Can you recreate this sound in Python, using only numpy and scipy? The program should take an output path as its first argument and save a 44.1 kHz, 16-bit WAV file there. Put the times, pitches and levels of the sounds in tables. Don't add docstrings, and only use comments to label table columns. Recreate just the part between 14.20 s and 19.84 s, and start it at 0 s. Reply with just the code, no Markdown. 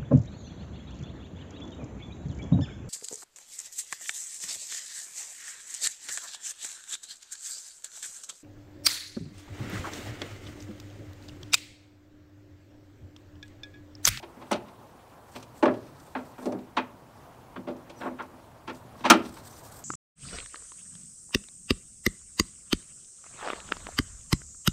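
import sys
import numpy as np
from scipy import signal
from scipy.fft import rfft, irfft, next_fast_len
from scipy.io import wavfile
from scipy.ndimage import uniform_filter1d, map_coordinates

SR = 44100
rng = np.random.default_rng(int(sys.argv[2]) if len(sys.argv) > 2 else 0)


def log_audio(samples):
    frames = np.atleast_2d(samples).T
    limited = np.clip(frames, -1, 1)
    pcm = np.round(limited * 32767).astype(np.int16)
    wavfile.write(sys.argv[1], SR, pcm)


def decibels_to_gain(level_db):
    exponent = np.asarray(level_db, float) / 20
    return 10 ** exponent


N = 248724

# (time [s], bracket level [dB], panel level [dB re bracket], hardness [dB], panel tilt [dB/octave])
KNOCKS = [(0.025, -35, 1, -8, 8.5), (0.308, -20, 5, -9.5, 3.5), (0.322, -25, -3, -0.5, 5),
          (1.146, -39, 4.5, -5, -4), (1.158, -36, -13, -2.5, 8), (1.424, -14.5, 7.5, -13, 10),
          (1.453, -15.5, 5, -23, 7), (1.475, -22, 10, -16, 5), (1.536, -43, 15, -5.5, 10),
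          (2.253, -32, 13, -28, -1.5), (2.317, -37.5, 12, -9.5, 1.5), (2.342, -45, 21, -34, -5),
          (2.385, -52, 1, -2, 21), (2.565, -17, -5, -10.5, -3), (3.357, -31, 2, -18, -23.5),
          (3.48, -38.5, 10, -7.5, -2), (3.693, -47.5, 11.5, 4, 5), (4.799, -42.5, 4.5, -6, -9),
          (4.85, -15, -8, -8.5, 15), (4.897, -7.5, -5.5, -3, 1), (4.902, -5, -5.5, -4.5, -6),
          (4.932, -19, 3.5, -7, 1), (5.048, -45.5, -3, 2, 11)]
# (time [s], bracket level [dB], panel level [dB re bracket], hardness [dB], stroke length [s])
SCRAPES = [(0.153, -44, 4.5, -18, 0.024), (0.183, -37, 1.5, -9.5, 0.055), (0.344, -35, -15, -4, 0.013),
           (0.452, -42, -22, -7, 0.03), (2.175, -36.5, 5, -13.5, 0.015), (2.206, -38.5, 5, -27, 0.017),
           (2.262, -40.5, 23, -27, 0.014), (3.356, -41.5, 12, -18, 0.011), (3.463, -35.5, 13, -9.5, 0.032),
           (3.534, -63, 15, -14, 0.035), (3.742, -59, 25, -14, 0.055), (3.811, -30, 4, -14, 0.069),
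           (3.847, -24, -4, -35, 0.019), (3.906, -49.5, 16.5, -21, 0.0081), (4.018, -39, -20, -24, 0.014),
           (4.126, -55.5, 16.5, -22, 0.014), (4.467, -28.5, 0, -7, 0.025), (4.775, -52, 9, -5, 0.044),
           (4.834, -13, -6, -11, 0.028), (4.846, -26.5, -23, -6.5, 0.067), (5.161, -40, -22, -7, 0.0074)]
# (time [s], bracket level [dB], panel level [dB re bracket], rod level [dB re bracket], length [s])
RAPS = [(1.451, -28.5, -12, -5, 0.0064), (1.948, -20.5, -4, -15.5, .008), (1.955, -31.5, 4.5, -10, 0.021),
        (2.569, -13.5, -12.5, -9, 0.012), (3.36, -37, 0, -7, .01), (3.797, -29, -6, -11.5, 0.028),
        (3.982, -24.5, -9, -16, 0.03)]
# (time [s], rod level [dB], spring clip level [dB re rod])
TICKS = [(.312, -44.5, 16), (1.222, -45.5, 1), (1.433, -49, 6.5), (1.453, -32.5, -7.5), (1.797, -58, 7),
         (1.827, -66, -3), (2.254, -42, 2), (2.32, -53.5, 7), (4.021, -62, 12), (5.053, -58, -2),
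         (2.568, -69, -14), (3.563, -61, 4), (4.478, -67, -4), (4.544, -56, 4.5), (4.847, -52, 8),
         (4.899, -28, 21.5), (5.33, -61, 11), (5.36, -59, 12), (5.449, -64, 17)]

# (frequency [Hz], level [dB], t60 [s])
PANEL_MODES = [(197.8, -7, 0.2), (252.9, -0.5, 0.27), (317.5, -11, .2), (333.7, 2, 0.16), (392, -5.5, 0.15),
               (484.5, -8.5, 0.16), (578.4, -3, 0.13), (597.6, -12, 0.22)]
# (frequency [Hz], level [dB], t60 [s])
BRACKET_MODES = [(716.7, 7.5, 0.042), (839, -0.5, 0.11), (892.4, 8, 0.085), (1016.4, 9, 0.042),
                 (1085, 6.5, 0.056), (1242, -2, 0.083), (1335, -12.5, 0.042), (1370, 3, 0.083),
                 (1573, -5.5, 0.087), (1712, -0.5, 0.016), (1830, -37, 0.11)]
# (frequency [Hz], level [dB], t60 [s])
ROD_MODES = [(2370, -2, .11), (2495, -2, .12), (2770, -6, .07), (3280, -6, .08), (3440, -5, .07),
             (3800, -10, .08)]
# (frequency [Hz], level [dB], t60 [s])
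CLIP_MODES = [(4680, -5, .05), (5150, -6, .04), (5500, -7, .04), (5980, 0, .045), (6150, -7, .035),
              (13900, -4, .014), (14300, -3, .014), (15200, -4, .014)]
# (low edge [Hz], high edge [Hz], level [dB], t60 [s])
DENSE_MODES = [
    (233, 806, -4, 0.19),
    (626, 1940, 6, 0.087),
    (1820, 3960, 8, 0.071),
    (3860, 12200, -2.5, 0.064),
]
# (frequency [Hz], level [dB], t60 [s])
SEAT_MODES = [(237.4, -2.5, 0.28), (315, 0.5, 0.2), (400.4, -16.5, 0.45), (848, -5, 0.053), (1100, -7, .07),
              (1231, 9.5, 0.084), (1322, 6.5, 0.096), (1370, -9, 0.071), (1600, -10, 0.042),
              (2368, 6, 0.053), (2460, -11, 0.08), (5980, -23, 0.02), (14600, -9, .025)]

# (frequency [Hz], t60 [s])
BAY_DECAY = [(200, 0.59), (1000, 0.31), (3000, 0.27), (6000, 0.15), (15000, 0.11)]
# (time [s], level [dB])
HOOD_BOOMS = [(0.339, -45.5), (1.168, -52), (1.468, -36.5), (1.968, -61), (2.278, -43), (2.577, -49),
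              (3.373, -49), (4.909, -52)]
# (time [s], hold [s], skin level [dB], sleeve level [dB re skin])
SLIDES = [(0.278, 0.089, -66, 2), (1.094, .06, -60, -9), (1.159, 0.021, -56, 6), (1.37, .03, -57, -4),
          (1.52, 0.21, -69.5, 9), (1.8, 0.054, -57.5, -7), (1.91, 0.21, -65, -3), (2.195, 0.032, -56, -10),
          (2.235, 0.025, -59, 5), (3.797, 0.033, -55.5, -1), (4.55, 0.013, -56, -5), (4.782, .04, -65.5, 6),
          (4.947, 0.056, -56.5, 7), (5.053, 0.14, -51.5, 0.5), (5.255, 0.15, -50, -4.5),
          (5.454, 0.15, -48, -9)]
# (frequency [Hz], level [dB])
SKIN_SPECTRUM = [(3500, -23), (5500, -6.5), (7000, -0.5), (8200, 1.5), (9400, -2), (10600, -9),
                 (12300, 7.5), (14300, 1.5), (15800, -13.5)]
# (frequency [Hz], level [dB])
SLEEVE_SPECTRUM = [(1500, 8.5), (2500, -4.5), (4000, 4), (6000, 1), (8000, -43)]
# (time [s], frequency [Hz], level [dB])
SQUEAK_PATH = [(3.755, 5700, -69), (3.765, 5957, -62), (3.777, 5992, -60), (3.789, 5750, -62),
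               (3.84, 5300, -74)]
# (time [s], rumble level [dB])
TRAFFIC_LEVEL = [(0, -53), (.96, -56), (1.65, -53), (2.1, -54.5), (3.03, -53.5), (3.31, -51), (4.2, -54.5),
                 (4.84, -49), (5.64, -51.5)]
# (frequency [Hz], level [dB])
RUMBLE_SPECTRUM = [(12, -53), (25, -9), (40, -9), (60, -3.5), (90, -0.5), (118, 2), (160, -2.5), (250, -24),
                   (400, -72)]
# (frequency [Hz], level [dB])
ROAD_SPECTRUM = [(80, -33), (150, -11.5), (250, -2.5), (400, -6.5), (650, -4.5), (960, -4.5), (1400, -13),
                 (2200, -21), (4000, -26.5), (8400, -32), (10500, -30), (13000, -21), (16000, -33)]
# (frequency [Hz], gain [dB])
MIC_RESPONSE = [(5000, -0.5), (8500, 1), (10500, -2.5), (12000, -9), (14500, -10), (15650, 2), (15900, -59)]

KNOCK_S, TICK_S = 0.006, 0.0042
CLIP_PER_HARD, CLIP_DB = 1.48, -7.5
TICK_BRACKET_DB, TICK_PANEL_DB = -6, -12
TICK_DAMP = 0.72
PUSH_TILT_DB = 0
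RAP_CLIP_DB, RAP_TILT_DB = -47, 1
SEAT_S, SEAT_DB, SEAT_RISE_S = 4.901, -12, 0.0054
SLIDE_RISE_S, SLIDE_FALL_S = 0.044, 0.034
GRIP_DB = -73
ROAD_DB, ROAD_FOLLOWS = -52.5, 0.08


def ring(modes, crowd, chatter, tilt_db, damp):
    t = np.arange(SR // 4) / SR
    hz, db, t60 = np.transpose(modes)[:, :, None]
    low_hz, high_hz, crowd_db, crowd_t60 = crowd
    t60, crowd_t60 = damp * t60, damp * crowd_t60
    grow = 1 - np.exp(-(t * low_hz) ** 2)

    strength_db = db + 3.9 * rng.standard_normal(hz.shape) + tilt_db * np.log2(hz / low_hz)
    level = decibels_to_gain(strength_db - 60 * t / t60)
    knots = rng.standard_normal((len(hz), 40))
    drift = np.array([np.interp(t * 110, np.arange(len(k)), k) for k in knots])
    stored = signal.fftconvolve(chatter[None] ** 2, (grow * level) ** 2, axes=1)[:, :len(t)]
    phase = 2 * np.pi * hz * t + 1.45 * np.sqrt(hz / 900) * drift
    lines = np.sum(np.sqrt(np.abs(stored)) * np.sin(phase), axis=0)

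    f = np.fft.rfftfreq(len(t), 1 / SR) + 1
    band = decibels_to_gain(tilt_db * np.log2(f / low_hz)) / (1 + (low_hz / f) ** 6) / (1 + (f / high_hz) ** 6)
    noise = rfft(rng.standard_normal(len(t)))
    dense = irfft(noise * band, len(t)) / np.sqrt(np.mean(band ** 2))
    tail = decibels_to_gain(crowd_db - 60 * t / crowd_t60) + decibels_to_gain(crowd_db - 21 - 24 * t / crowd_t60)
    energy = signal.fftconvolve(chatter ** 2, (grow * tail) ** 2)[:len(t)]
    return lines + dense * np.sqrt(np.abs(energy))


def contacts(rows, rise, spike_db, gain_db, damp=1):
    out = np.zeros(N + SR)
    parts = PANEL_MODES, BRACKET_MODES, ROD_MODES, CLIP_MODES
    for s, db, panel_db, rod_db, clip_db, panel_tilt_db, bracket_tilt_db, length in rows:
        u = np.arange(SR // 8) / SR / max(length, 1e-3)
        taps = decibels_to_gain(9.7 * np.repeat(rng.standard_normal(len(u) // 60 + 1), 60)[:len(u)])
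        chatter = (1 - np.exp(-u / rise)) * np.exp(-u ** 2) * taps
        chatter[round(rise * length * SR)] += decibels_to_gain(spike_db)

        rod_tilt_db = min(0.64 * rod_db + 3.5, 3)
        clip_tilt_db = np.clip(0.5 * (clip_db - rod_db) - 7.0, -13, 3)
        tilts = panel_tilt_db, bracket_tilt_db, rod_tilt_db, clip_tilt_db
        levels = panel_db, 0, rod_db, clip_db
        start = round((s + 0.0015) * SR)
        for modes, crowd, tilt_db, rel_db in zip(parts, DENSE_MODES, tilts, levels):
            sound = ring(modes, crowd, chatter, tilt_db, damp)
            peak = np.sqrt(uniform_filter1d(sound ** 2, size=300).max())
            out[start:][:len(sound)] += decibels_to_gain(db + rel_db + gain_db) * sound / peak
    return out[:N]


def gripped(s, db, panel_db, hard_db, tilt_db, length):
    return s, db, panel_db, hard_db, CLIP_DB + CLIP_PER_HARD * hard_db, tilt_db, 0, length


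def knocks():
    rows = [gripped(*row, KNOCK_S) for row in KNOCKS]
    return contacts(rows, rise=0.039, spike_db=19, gain_db=-6.0)


def ticks():
    rows = []
    for s, rod_db, clip_db in TICKS:
        bracket_db = rod_db + TICK_BRACKET_DB
        rows.append((s, bracket_db, TICK_PANEL_DB, -TICK_BRACKET_DB, clip_db - TICK_BRACKET_DB, 0, 0, TICK_S))
    return contacts(rows, rise=0.12, spike_db=20, gain_db=-7.0, damp=TICK_DAMP)


def scrapes():
    rows = [gripped(*row, PUSH_TILT_DB, length) for *row, length in SCRAPES]
    return contacts(rows, rise=0.36, spike_db=-14, gain_db=-8.0)


def raps():
    rows = [(*row, RAP_CLIP_DB, PUSH_TILT_DB, RAP_TILT_DB, length) for *row, length in RAPS]
    return contacts(rows, rise=0.079, spike_db=13, gain_db=-8)


def seat():
    t = np.arange(SR // 4) / SR
    hz, db, t60 = np.transpose(SEAT_MODES)[:, :, None]
    phase = 2 * np.pi * (hz * t + rng.random(hz.shape))
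    tones = decibels_to_gain(SEAT_DB + db - 60 * t / t60) * np.sin(phase)
    out = np.zeros(N)
    out[round(SEAT_S * SR):][:len(t)] = (1 - np.exp(-(t / SEAT_RISE_S) ** 2)) * tones.sum(axis=0)
    return out


def bay(x):
    hz, t, z = signal.stft(rng.standard_normal(SR // 2), SR, nperseg=256)
    decay = decibels_to_gain(-60 * t / along(BAY_DECAY, hz)[:, None])
    tail = signal.istft(z * decay, SR, nperseg=256)[1]
    return signal.fftconvolve(x, tail / np.linalg.norm(tail))[:N]


def hood():
    out = np.zeros(N + SR)
    t = np.arange(SR // 2) / SR
    boom = np.sin(2 * np.pi * 112 * t) + 0.52 * np.sin(2 * np.pi * 124 * t)
    swell = 1 - np.exp(-t / 0.013)
    for s, db in HOOD_BOOMS:
        out[round(s * SR):][:len(t)] += decibels_to_gain(db - 60 * t / 0.61) * swell * boom
    return out[:N]


def rustle():
    t = np.arange(N) / SR
    s, hold, skin_db, sleeve_db = np.transpose(SLIDES)[:, :, None]
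    swell = np.clip((t - s) / SLIDE_RISE_S + 1, 0, 1) ** 2
    shape = swell * np.exp(-np.maximum(t - s - hold, 0) / SLIDE_FALL_S)
    slips = decibels_to_gain(1.5 * wobble(40) + 2.4 * wobble(160) - 4.0)
    skin_level = decibels_to_gain(GRIP_DB) + np.sum(decibels_to_gain(skin_db) * shape, axis=0)
    sleeve_level = decibels_to_gain(GRIP_DB) + np.sum(decibels_to_gain(skin_db + sleeve_db) * shape, axis=0)
    skin = skin_level * rush(SKIN_SPECTRUM, patchy_db=2.0)
    sleeve = sleeve_level * rush(SLEEVE_SPECTRUM, patchy_db=-1.5)
    return slips * (skin + sleeve)


def squeak():
    hz, db = curves(SQUEAK_PATH)
    t = np.arange(N) / SR
    start, end = SQUEAK_PATH[0][0], SQUEAK_PATH[-1][0]
    gate = np.clip(np.minimum(t - start, end - t) / 0.0083, 0, 1)
    level = decibels_to_gain(db + 2 + 3.5 * wobble(150))
    phase = 2 * np.pi * np.cumsum(hz * (1 + 0.0065 * wobble(200))) / SR
    return gate * level * np.sin(phase)


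def traffic():
    near_db, = curves(TRAFFIC_LEVEL)
    rumble = decibels_to_gain(near_db - 3.3 + 0.4 * wobble(6)) * rush(RUMBLE_SPECTRUM, patchy_db=0.4)
    sway_db = 0.6 * wobble(8)
    hiss_db = ROAD_DB + ROAD_FOLLOWS * (near_db - near_db.mean()) + sway_db
    return rumble + decibels_to_gain(hiss_db) * rush(ROAD_SPECTRUM, patchy_db=1.6)


def rush(spectrum, patchy_db):
    z = signal.stft(rng.standard_normal(N + 512), nperseg=256)[2]
    field = uniform_filter1d(rng.standard_normal(z.shape), size=6, axis=0)
    field = uniform_filter1d(field, size=8, axis=1)
    white = signal.istft(z * decibels_to_gain(patchy_db * unit(field)), nperseg=256)[1][:N]
    return unit(coloured(white, spectrum))


def coloured(x, spectrum):
    size = next_fast_len(N + 4096)
    gain = decibels_to_gain(along(spectrum, np.fft.rfftfreq(size, 1 / SR)))
    return irfft(rfft(x, size) * gain, size)[..., :N]


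def along(points, hz):
    f, v = np.transpose(points)
    return np.interp(np.log(hz + 1), np.log(f + 1), v)


def curves(rows):
    s, *cols = np.transpose(rows)
    return [np.interp(np.arange(N) / SR, s, c) for c in cols]


def wobble(rate):
    knots = rng.standard_normal(int(N * rate / SR) + 4)
    return map_coordinates(knots, [np.arange(N) * rate / SR])


def unit(x):
    return x / np.sqrt(np.mean(x ** 2) + 1e-20)


def scene():
    work = knocks() + ticks() + seat() + scrapes() + raps()
    work = signal.sosfilt(signal.butter(4, 175, "high", fs=SR, output="sos"), work)
    echo = decibels_to_gain(-16) * bay(work)
    return (work + echo + hood() + rustle() + squeak() + traffic())[None]


def top_cut(x):
    return signal.sosfilt(signal.butter(12, 16490, fs=SR, output="sos"), x)


def record(dry):
    heard = coloured(dry, MIC_RESPONSE)
    clipped = heard / (1 + np.abs(heard) ** 12) ** (1 / 12)
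    return top_cut(clipped)


dry = scene()
out = record(dry)
log_audio(out)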